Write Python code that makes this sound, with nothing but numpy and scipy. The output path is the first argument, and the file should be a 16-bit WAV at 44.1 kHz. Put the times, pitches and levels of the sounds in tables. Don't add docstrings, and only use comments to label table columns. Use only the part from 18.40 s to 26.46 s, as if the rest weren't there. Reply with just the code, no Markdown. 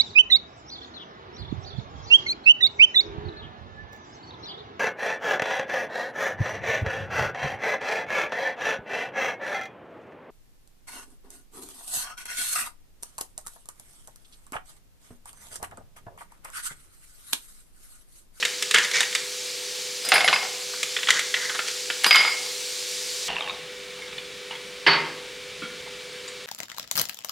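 import sys
import numpy as np
from scipy import signal
from scipy.io import wavfile
from scipy.ndimage import uniform_filter1d

SR = 44100
rng = np.random.default_rng(int(sys.argv[2]) if len(sys.argv) > 2 else 0)


def waveform_to_disk(signal):
    frames = np.transpose(np.atleast_2d(signal))
    scaled = np.clip(frames, -1, 1) * 32767
    samples = np.round(scaled).astype(np.int16)
    wavfile.write(sys.argv[1], SR, samples)


def level_to_linear(level):
    exponent = np.asarray(level, float) / 20
    return 10 ** exponent


N = 355445
SCENE_CHANGE_S = 4.885

# f/Hz, level/dB rms, width/Hz
FRIDGE_LINES = [(400, -52.5, 4.2), (498.2, -45, 0.18), (2190, -58.5, 5.2), (2312, -52, 3.6),
                (2440, -84, 4.)]
# f/Hz, level/dB per Hz
AIR_SPECTRUM = [(47, -54), (80, -24), (170, -19), (259, -20.5), (395, -11), (441, -8), (493, -7),
                (550, -15), (734, -21), (1820, -12), (2220, -11), (3620, -10), (9190, -24.5), (14300, -38),
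                (16000, -35)]
AIR_DB = -39.5
# f/Hz, level/dB per Hz
TAP_SPECTRUM = [(530, -54), (900, -12), (991, -51), (1490, -54), (1620, -14), (2540, -8), (4310, 0),
                (7310, -4), (13200, -19), (16000, -26)]
# t/s, level/dB
TAP_FLOW = [
    (0, -35),
    (3.5, -34.5),
    (4.88, -32.5),
]
# f/Hz, side level/dB under mid
APART = [(60, -11), (400, -14.5), (1000, -15.5), (4500, -22), (7000, -22), (11000, -14), (16000, -7)]

# t/s, peak level/dB, low f/Hz, high f/Hz, treble level/dB over peak
FIRST_SNAPS = [(0.0267, -7, 1900, 2460, -20), (0.0506, -8, 2100, 3650, -3), (0.2239, -9.5, 2080, 3250, 1.5),
               (0.3104, -9, 2110, 3640, -1), (0.34, -15, 2060, 2900, -2), (0.3437, -1, 1900, 2800, -4.5),
               (0.3476, -4, 1690, 2300, -7), (0.354, -16, 1970, 2900, -7), (0.359, -3.5, 1600, 3200, -24),
               (0.384, -6.5, 1880, 2680, -4), (0.4474, -13.5, 2200, 3600, -3), (0.513, -17, 2000, 3600, -1),
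               (0.6053, -9.5, 1710, 3700, 1), (0.612, -17.5, 1110, 1750, -10),
               (0.631, -13.5, 1950, 2280, -4), (0.7262, -20, 2240, 3600, -10),
               (0.7501, -11, 2160, 3700, 1.5), (0.7556, -13.5, 2190, 3700, -8)]
# t/s, peak level/dB, low f/Hz, high f/Hz, treble level/dB over peak
SECOND_SNAPS = [(2.337, -26.5, 1250, 1510, -12), (2.43, -12, 2400, 3470, 1),
                (2.5652, -8.5, 2550, 3400, -18), (2.5883, -21, 1710, 3280, -11),
                (2.631, -14, 2060, 3400, -9), (2.6716, -13.5, 1950, 3220, -17),
                (2.6868, -5, 1480, 3300, -15), (2.7044, -2, 2040, 3230, -2.5),
                (2.793, -11.5, 2260, 3600, -1), (2.9409, -7, 2050, 3370, -14),
                (2.967, -21.5, 2100, 1690, -16), (3.0958, -17.5, 1880, 3300, -10),
                (3.147, -20, 2020, 3400, -6), (3.191, -10.5, 1410, 2500, -28), (3.283, -19, 2100, 3180, -3),
                (3.5009, -11, 1590, 2620, -27)]
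SNAP_T60 = 0.04
# f/Hz, level/dB per Hz
CELL_BODY = [(100, -52), (343, -26), (415, -7.5), (836, -20.5), (1100, -11.5), (1870, -1), (3300, 0.5),
             (4600, -9), (9000, -31), (16000, -59)]
# start t/s, length/s, top level/dB, hollow pocket level/dB
TRAY_RUBS = [(.05, 0.046, -34, -4), (.355, 0.079, -27, 8.5), (.42, 0.063, -26, -5), (.53, 0.098, -21.5, -3),
             (.59, 0.072, -28, -8), (.755, 0.083, -39.5, 0), (2.68, 0.05, -25, 0.5), (2.72, 0.13, -28.5, 1),
             (2.95, 0.08, -36.5, 4.5), (3.0, 0.11, -32.5, -1), (3.085, 0.06, -35.5, 3.5),
             (3.14, 0.042, -36, 7), (3.195, 0.019, -42, 12), (3.26, 0.093, -30, -29)]
# f/Hz, level/dB per Hz
TRAY_BODY = [(59, -65), (100, -55), (343, -34), (415, -11.5), (836, -25.5), (970, -12), (1310, -15),
             (1870, -3), (2930, -2), (6290, -2.5), (16000, -40.5)]

# t/s, peak level/dB, low f/Hz, high f/Hz, treble level/dB over peak
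RIGHT_KNOCKS = [(1.65, -26, 1500, 3100, -6), (1.688, -25, 760, 3000, 0), (1.719, -1, 1350, 2750, -21),
                (1.724, -10, 814, 3630, -25), (1.739, -12, 1350, 2700, -24), (1.7595, -7, 1750, 2430, -28),
                (1.766, -19, 1500, 4200, -23), (1.78, -11, 1420, 2500, -16), (1.807, -13, 1460, 3300, -18),
                (1.813, -16, 805, 1150, -12), (1.844, -13, 706, 2760, -16), (1.878, -6, 1920, 3330, -17),
                (1.8838, -4.5, 1540, 3000, -26), (1.896, -17, 1320, 4000, -28),
                (1.929, -5, 1290, 2580, -34), (1.961, -11.5, 1650, 2580, -25), (2.029, -20, 860, 1490, -18),
                (2.049, -24, 890, 1500, -20)]
# t/s, peak level/dB, low f/Hz, high f/Hz, treble level/dB over peak
LEFT_KNOCKS = [(3.644, -5.5, 1800, 2820, -9), (3.664, -4.5, 1040, 1520, -33), (3.709, 1.5, 2500, 3180, -27),
               (3.713, -18, 1150, 2860, -30), (3.728, -11, 1940, 2750, -31), (3.747, -5, 1190, 2600, -25),
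               (3.752, -5, 1460, 2980, -28), (3.758, -5.5, 1420, 3200, -8), (3.766, -6, 1950, 3050, -31),
               (3.784, -19, 1950, 2650, -25), (3.797, -17, 2000, 2600, -28), (3.808, -15, 1140, 3250, -25),
               (3.849, -12.5, 1140, 3100, -27), (3.877, -15, 1450, 2400, -26),
               (3.897, -29, 1440, 2400, -26)]
KNOCK_T60 = 0.047
# f/Hz, level/dB per Hz
BOTTOM_BODY = [(60, -40), (270, -32), (750, -6.5), (1380, 2), (3200, 1), (4500, -4.5), (5500, -11),
               (9000, -28), (16000, -76)]
MOUTH_DB = (2.5, -6)
# t/s, peak level/dB
RIM_TICKS = [(1.6495, -24), (1.6872, -24), (1.7192, -19), (1.7398, -24), (1.8445, -30), (1.937, -30),
             (3.6368, -28), (3.7088, -11), (3.7255, -29), (3.7588, -17), (3.9012, -24)]
# start t/s, length/s, top level/dB, hollow pocket level/dB
CUBE_SLIDES = [
    (1.64, 0.43, -33, -7),
    (1.715, 0.16, -26.5, -1.5),
    (1.87, 0.17, -37.5, 7.5),
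    (3.635, 0.1, -26, -11),
    (3.71, 0.33, -25.5, -11.5),
    (4.883, 0.16, -34.5, -3.5),
    (4.98, 0.32, -42.5, 3),
]
# t/s, level/dB of lowest mode, of second, of close pair, of the two around the pair
RIGHT_TOUCHES = [(1.6501, -42, -27, -35, -27), (1.6874, -24, -29, -27, -21), (1.719, -13, -29, -48, -43),
                 (1.7394, -15, -22, -18, -24), (1.7544, -7, -21, -23, -33), (1.7675, -17, -34, -38, -40),
                 (1.7804, -20, -26, -38, -50), (1.8064, -16, -36, -44, -45), (1.8448, -10, -39, -22.5, -47),
                 (1.861, -16, -30, -36, -50), (1.8784, -49, -36, -49, -48), (1.937, -9.5, -23, -31, -44),
                 (1.9809, -25, -41, -52, -52), (2.0, -24, -44, -54, -54), (2.025, -42, -47, -56, -56)]
# t/s, level/dB of lowest mode, of second, of close pair, of the two around the pair
LEFT_TOUCHES = [(3.6366, -23, -38, -32, -36), (3.6636, -33.5, -16, -32, -25),
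                (3.7095, -8.5, -8.5, -48, -44), (3.7264, -10, -7, -38, -28), (3.7444, -5.5, -22, -32, -33),
                (3.76, -8, -13, -35, -38), (3.7975, -32, -17, -43, -50), (3.8087, -18, -19, -50, -50),
                (3.821, -30, -25, -52, -52), (3.829, -15, -27, -52, -52), (3.846, -22, -44, -52, -52),
                (3.8756, -17, -26, -52, -53), (3.886, -41, -28, -52, -53), (3.902, -28, -37, -52, -53),
                (3.912, -36, -44, -52, -51), (3.933, -25.5, -44, -58, -53)]
# f/Hz, level/dB, t60/s
RIGHT_WALL = [(2150, 0, 0.06), (4970, 4, 0.11), (8790, 1, 0.053), (10600, -0.5, 0.063), (11000, -3, 0.08),
              (13600, -6, .06)]
# f/Hz, level/dB, t60/s
LEFT_WALL = [(2160, 0, 0.21), (4917, -1.5, 0.44), (8650, -3, 0.15), (10630, -2, 0.19), (11080, 4.5, 0.085),
             (13700, -3, .08)]
MODE_COLUMN = [0, 1, 3, 2, 2, 3]

# t/s, peak level/dB, ring f/Hz, level/dB of the duller rings under it
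CLINKS = [(4.8823, -18, 2920, -2), (4.8872, -17, 3170, -11), (4.891, -18, 2790, -1),
          (4.8975, -21, 2800, -11), (4.9015, -21, 2950, -7), (4.905, -18, 2880, -12),
          (4.911, -22, 2940, -14), (4.921, -18, 2800, -6), (4.93, -21, 2860, -3), (4.9444, -26, 2950, -14),
          (4.9584, -20, 3580, 1), (4.9656, -10.5, 2740, -5), (4.9835, -14, 2660, -7),
          (4.997, -25, 2600, -12), (5.0078, -14.5, 3670, 0.5), (5.023, -15, 3190, -10),
          (5.0335, -25, 3120, -14), (5.043, -23, 3160, -14), (5.062, -23, 2780, -10),
          (5.061, -28, 3750, -14), (5.0752, -18, 2670, -1), (5.0857, -21, 3700, -3), (5.096, -16, 3740, 2),
          (5.1, -21, 3700, -8), (5.107, -21, 3800, 1), (5.126, -30, 3750, -14), (5.146, -31, 3730, -10)]
HOLLOW_DB = -10
# f/Hz, level/dB per Hz
RUMBLE_SPECTRUM = [(15, -45), (25, -6), (49, 3), (108, -25), (156, 16.5), (206, -14.5), (260, -0.5),
                   (340, -28), (570, -120)]
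# t/s, level/dB
RUMBLE_LEVEL = [
    (4.88, -46),
    (5.01, -57.5),
    (7.46, -56.5),
    (8.06, -63),
]
# t/s, peak level/dB, low f/Hz, high f/Hz, t60/s
FAR_TAPS = [(5.59, -38, 820, 2110, 0.099), (5.62, -35.5, 2144, 2150, 0.25), (5.68, -27, 3560, 3560, 0.024),
            (5.726, -25, 2420, 3700, 0.045), (5.78, -22.5, 3580, 3720, 0.044),
            (5.782, -29, 2370, 2970, 0.11), (6.108, -27, 900, 2910, 0.14), (6.11, -32, 2350, 3330, .12),
            (6.152, -31, 2200, 3300, 0.12), (6.13, -31, 950, 2150, 0.15), (7.221, -25, 1410, 202, 0.14),
            (7.23, -33.5, 2280, 3260, 0.23), (7.25, -38, 1400, 2300, .3), (7.3, -37, 1460, 1705, 0.25),
            (7.464, -33, 870, 2160, 0.092), (7.878, -29, 6970, 4730, 0.071), (7.883, -29, 8100, 3800, .06)]
FAR_TREBLE_DB = -24
# t/s, peak level/dB, ring level/dB over the knock
SET_DOWN = [
    (6.4638, -1, -23),
    (6.472, -1.5, -10),
    (6.504, -9, -11.5),
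    (6.531, -8.5, -12),
    (6.572, -19.5, -15),
]
# f/Hz, level/dB per Hz
SHELF_BODY = [(35, -71), (95, -52), (146, -11.5), (290, -14), (395, -12), (719, -17.5), (897, -6),
              (2080, -3.5), (3000, -9), (4630, -17), (12000, -69), (15600, -89), (22000, -120)]
# f/Hz, level/dB, t60/s
SHELF_MODES = [(401, -5, 0.23), (577, -6, .11), (917, -4, 0.17), (1085, -2, .15), (1134, -1, 0.24),
               (1290, -1, 0.18), (1760, -4, 0.15), (2020, 0, 0.14), (2105, 4, 0.19), (2740, -6, .15),
               (3180, -1.5, 0.16), (4477, -1, 0.29), (4920, 5, 0.044), (6980, -27, 0.092)]
# f/Hz, t60/s
KITCHEN = [(200, 0.92), (530, 0.84), (1390, 0.58), (3680, 0.54), (7000, 0.62), (12000, 0.32)]


def evened(x):
    return x / np.sqrt(np.mean(x ** 2) + 1e-20)


def read(points, hz):
    f, value = np.transpose(points)
    return np.interp(np.log(hz + 1), np.log(f + 1), value)


def add(mix, s, sound):
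    part = mix[round(s * SR):][:len(sound)]
    part += sound[:len(part)]


def smoothed(x, first, second):
    return evened(uniform_filter1d(uniform_filter1d(x, size=first), size=second))


def filtered(x, order, hz, kind):
    return signal.sosfilt(signal.butter(order, hz, kind, fs=SR, output="sos"), x)


def colour(x, spectrum):
    hz = abs(np.fft.fftfreq(4096, 1 / SR))
    log_gain = np.log(level_to_linear(np.maximum(read(spectrum, hz), -100)))
    taps = np.fft.ifft(np.exp(np.conj(signal.hilbert(log_gain)))).real[:2048]
    return signal.oaconvolve(x, taps / np.linalg.norm(taps))[:len(x)]


def ring(hz, t60, t, phase=0):
    return level_to_linear(-60 * t / t60) * np.sin(2 * np.pi * hz * t + phase)


def resonate(x, hz, width_hz):
    turn = np.exp(2j * np.pi * np.cumsum(hz) / SR)
    r = np.exp(-np.pi * width_hz / SR)
    smooth = signal.lfilter([(1 - r) ** 2], [1, -2 * r, r * r], x / turn)
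    return 2 * (turn * smooth).real


def steady(spectrum, patchy_db):
    frames, hz = N // 256 + 5, np.fft.rfftfreq(1024, 1 / SR)
    a, b, c, d, patches = rng.standard_normal((frames, 513, 5)).T
    patches = uniform_filter1d(patches, size=12, axis=0)
    patches = evened(uniform_filter1d(patches, size=12, axis=1))
    middle = a + 1j * b
    apart = level_to_linear(read(APART, hz))[:, None] * (c + 1j * d)
    gain = level_to_linear(read(spectrum, hz)[:, None] + patchy_db * patches)
    z = np.array([middle + apart, middle - apart]) * gain
    return evened(signal.istft(z, nperseg=1024, noverlap=768)[1][:, :N])


def blows(rows, body, ring_share, high_db, own_db, burst_db, tick_db, treble_db, rise_s, crack_s, top_hz):
    t = np.arange(8000) / SR
    rise = np.minimum(t / rise_s, 1)
    tone, burst, crack = np.zeros((3, N))
    for s, db, low_hz, high_hz, crack_db, t60 in rows:
        ring_s = ring_share * t60
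        noise = rng.standard_normal((3, len(t))) * rise
        cycles = (ring(low_hz, ring_s, t) + level_to_linear(high_db) * ring(high_hz, ring_s, t)) * rise
        near = sum(evened(resonate(noise[2], np.full(len(t), hz), 4.2 / ring_s)) for hz in (low_hz, high_hz))
        add(tone, s, level_to_linear(db) * (cycles + level_to_linear(own_db - 60 * t / t60) * near))
        add(burst, s, level_to_linear(db + burst_db - 60 * t / t60) * noise[0])
        add(burst, s, level_to_linear(db + tick_db) * np.ones(1))
        add(crack, s, level_to_linear(db + crack_db + treble_db - 60 * t / crack_s) * noise[1])
    return filtered(tone, 4, 170, "high") + colour(burst, body) + filtered(crack, 2, [3800, top_hz], "band")


def rubbing(strokes, body, per_s, spread_db, pocket_hz, width_hz, skew):
    slip_size = level_to_linear(spread_db * np.minimum(rng.exponential(1, N), 3))
    slips = rng.standard_normal(N) * slip_size * (rng.random(N) < per_s / SR)
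    wander = smoothed(rng.standard_normal(N), 1500, 1500)
    stroke, pocket = np.zeros((2, N))
    for s, length, db, pocket_db in strokes:
        swell = np.sin(np.pi * np.linspace(0, 1, round(length * SR)) ** skew) ** 2
        add(stroke, s, level_to_linear(db) * swell)
        add(pocket, s, level_to_linear(db + pocket_db) * swell)
    hollow = resonate(slips, pocket_hz * (1 + 0.1 * wander), width_hz)
    return stroke * evened(colour(slips, body)) + pocket * evened(hollow)


def fridge():
    t, out = np.arange(N) / SR, np.zeros(N)
    for hz, db, width_hz in FRIDGE_LINES:
        r = np.exp(-np.pi * width_hz / SR)
        once = signal.lfilter([1], [1, -r], rng.standard_normal((2, N)))
        waver = evened(signal.lfilter([1], [1, -r], once))
        angle = 2 * np.pi * hz * t
        out += level_to_linear(db) * evened((68 + waver[0]) * np.cos(angle) + waver[1] * np.sin(angle))
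    return out


def room_air():
    return level_to_linear(AIR_DB) * steady(AIR_SPECTRUM, patchy_db=0.45)


def tap():
    t = np.arange(N) / SR
    flow = level_to_linear(np.interp(t, *np.transpose(TAP_FLOW)) + 1.5)
    return steady(TAP_SPECTRUM, patchy_db=1.2) * flow * np.clip((SCENE_CHANGE_S - t) / 0.00072, 0, 1)


def ice_tray():
    rows = [(*row, SNAP_T60) for row in FIRST_SNAPS + SECOND_SNAPS]
    snaps = blows(rows, CELL_BODY, ring_share=0.19, high_db=-5, own_db=-9, burst_db=-9, tick_db=-4,
                  treble_db=-0.5, rise_s=0.00062, crack_s=0.029, top_hz=8800)
    return snaps + rubbing(TRAY_RUBS, TRAY_BODY, 6000, 1.6, pocket_hz=1950, width_hz=710, skew=0.57)


def cube_slides():
    return rubbing(CUBE_SLIDES, BOTTOM_BODY, 2500, 0.52, pocket_hz=793, width_hz=510, skew=0.36)


def rim_ticks():
    t, out = np.arange(400) / SR, np.zeros(N)
    for s, db in RIM_TICKS:
        add(out, s, level_to_linear(db - 60 * t / 0.0062) * rng.standard_normal(len(t)))
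    return filtered(out, 2, [7000, 14000], "band")


def cube(knocks, mouth_db):
    rows = [(*row, KNOCK_T60) for row in knocks]
    out = blows(rows, BOTTOM_BODY, ring_share=0.2, high_db=-1, own_db=-13, burst_db=-8.5, tick_db=9.5,
                treble_db=15, rise_s=0.00058, crack_s=0.012, top_hz=7040)
    return out + level_to_linear(mouth_db) * resonate(out, np.full(N, 760.0), width_hz=100)


def tumbler_wall(touches, modes):
    s, *level_db = np.transpose(touches)
    t = np.arange(s[0], s[-1] + 0.5, 1 / SR)
    last = np.searchsorted(s, t, "right") - 1
    since = t - s[last]
    phase, out = 2 * np.pi * rng.random((len(s), len(modes))), np.zeros(N)
    for k, (hz, db, t60) in enumerate(modes):
        flutter = smoothed(rng.standard_normal(N), 300, 200)[:len(t)]
        mode_db = level_db[MODE_COLUMN[k]][last] + db + 2.2 * np.minimum(flutter, 0.5)
        size = level_to_linear(mode_db) * np.minimum(since / 0.001, 1)
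        add(out, s[0], size * ring(hz, t60, since, phase[last, k] + 0.3 * flutter))
    return out


def clinks():
    t, out = np.arange(2000) / SR, np.zeros(N)
    for s, db, hz, dull_db in CLINKS:
        dull = ring(hz * 0.65, 0.009, t) + level_to_linear(HOLLOW_DB) * ring(rng.uniform(950, 1270), 0.036, t)
        ping = ring(hz, 0.014, t) + level_to_linear(dull_db) * dull
        add(out, s, level_to_linear(db) * ping * np.minimum(t / 0.0011, 1))
    return out


def rumble():
    t = np.arange(N) / SR
    level = level_to_linear(np.interp(t, *np.transpose(RUMBLE_LEVEL)) + 0.5)
    return steady(RUMBLE_SPECTRUM, patchy_db=1.5) * level * np.clip((t - SCENE_CHANGE_S) / 0.011, 0, 1)


def far_taps():
    rows = [(*row[:4], FAR_TREBLE_DB, row[4]) for row in FAR_TAPS]
    return blows(rows, SHELF_BODY, ring_share=0.22, high_db=2, own_db=-8.5, burst_db=-11, tick_db=-4,
                 treble_db=-1, rise_s=0.0018, crack_s=0.03, top_hz=6500)


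def set_down():
    t, out = np.arange(SR // 3) / SR, np.zeros(N)
    for s, db, ring_db in SET_DOWN:
        knock = colour(level_to_linear(-60 * t / 0.15) * rng.standard_normal(len(t)), SHELF_BODY)
        modes = sum(level_to_linear(mode_db) * ring(hz, t60, t, 2 * np.pi * rng.random())
                    for hz, mode_db, t60 in SHELF_MODES)
        add(out, s, level_to_linear(db - 9) * (knock + level_to_linear(ring_db) * modes) * np.minimum(t / 0.002, 1))
    return out


def kitchen(x):
    taps = np.zeros((2, SR))
    at = np.arange(200, SR - 20, 20) + rng.integers(0, 20, (2, (SR - 201) // 20))
    np.put_along_axis(taps, at, rng.choice([-1.0, 1.0], at.shape), 1)
    taps = taps[0] + 0.13 * taps[1] * np.array([[1], [-1]])
    hz, t, z = signal.stft(taps, SR, nperseg=256)
    fade = level_to_linear(-60 * t / read(KITCHEN, hz)[:, None])
    tail = signal.istft(z * fade, SR, nperseg=256)[1]
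    return signal.fftconvolve(x[None], tail / np.linalg.norm(tail[0]), axes=1)[:, :N]


def scene():
    tray = ice_tray()
    cubes = cube(RIGHT_KNOCKS, MOUTH_DB[0]) + cube(LEFT_KNOCKS, MOUTH_DB[1]) + rim_ticks() + cube_slides()
    walls = tumbler_wall(RIGHT_TOUCHES, RIGHT_WALL) + tumbler_wall(LEFT_TOUCHES, LEFT_WALL)
    small = clinks() + far_taps()
    far = set_down()
    echoes = kitchen(level_to_linear(-8.5) * (tray + cubes) + level_to_linear(-6) * walls + level_to_linear(-9.5) * small + level_to_linear(-5) * far)
    near = tray + cubes + walls + small
    direct = near * level_to_linear(np.array([[-0.3], [0.3]])) + far * level_to_linear(np.array([[-1.2], [1.2]]))
    direct = direct + 0.061 * np.roll(direct[1], 130) * np.array([[1], [-1]])
    knocks = filtered(direct + echoes, 4, 105, "high")
    return knocks + fridge() + room_air() + tap() + rumble()


def low_pass(x):
    return signal.sosfilt(signal.butter(12, 16460, fs=SR, output="sos"), x)


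def record(dry):
    treble = filtered(np.roll(dry[0], 40), 3, 8000, "high")
    wide = dry + 0.5 * treble * np.array([[1], [-1]])
    wide -= 0.46 * filtered(dry - dry.mean(0), 2, 400, "low")
    power = abs(uniform_filter1d((wide ** 2).mean(0), size=400))
    power_db = 10 * np.log10(power + 1e-12)
    fall = np.arange(N) * 60 / SR
    held_db = np.maximum.accumulate(power_db + fall) - fall
    over_db = np.maximum(held_db + 10.5, 0)
    duck = level_to_linear(0.6 * uniform_filter1d(over_db, size=200))
    ducked = np.tanh(0.77 * wide / duck) / 0.82
    ducked = filtered(ducked, 2, 45, "high")
    lowpass = signal.firwin(511, 15900, window=("kaiser", 9), fs=SR)
    mix = signal.oaconvolve(ducked, lowpass[None], "same")
    return low_pass(mix)


dry = scene()
out = record(dry)
waveform_to_disk(out)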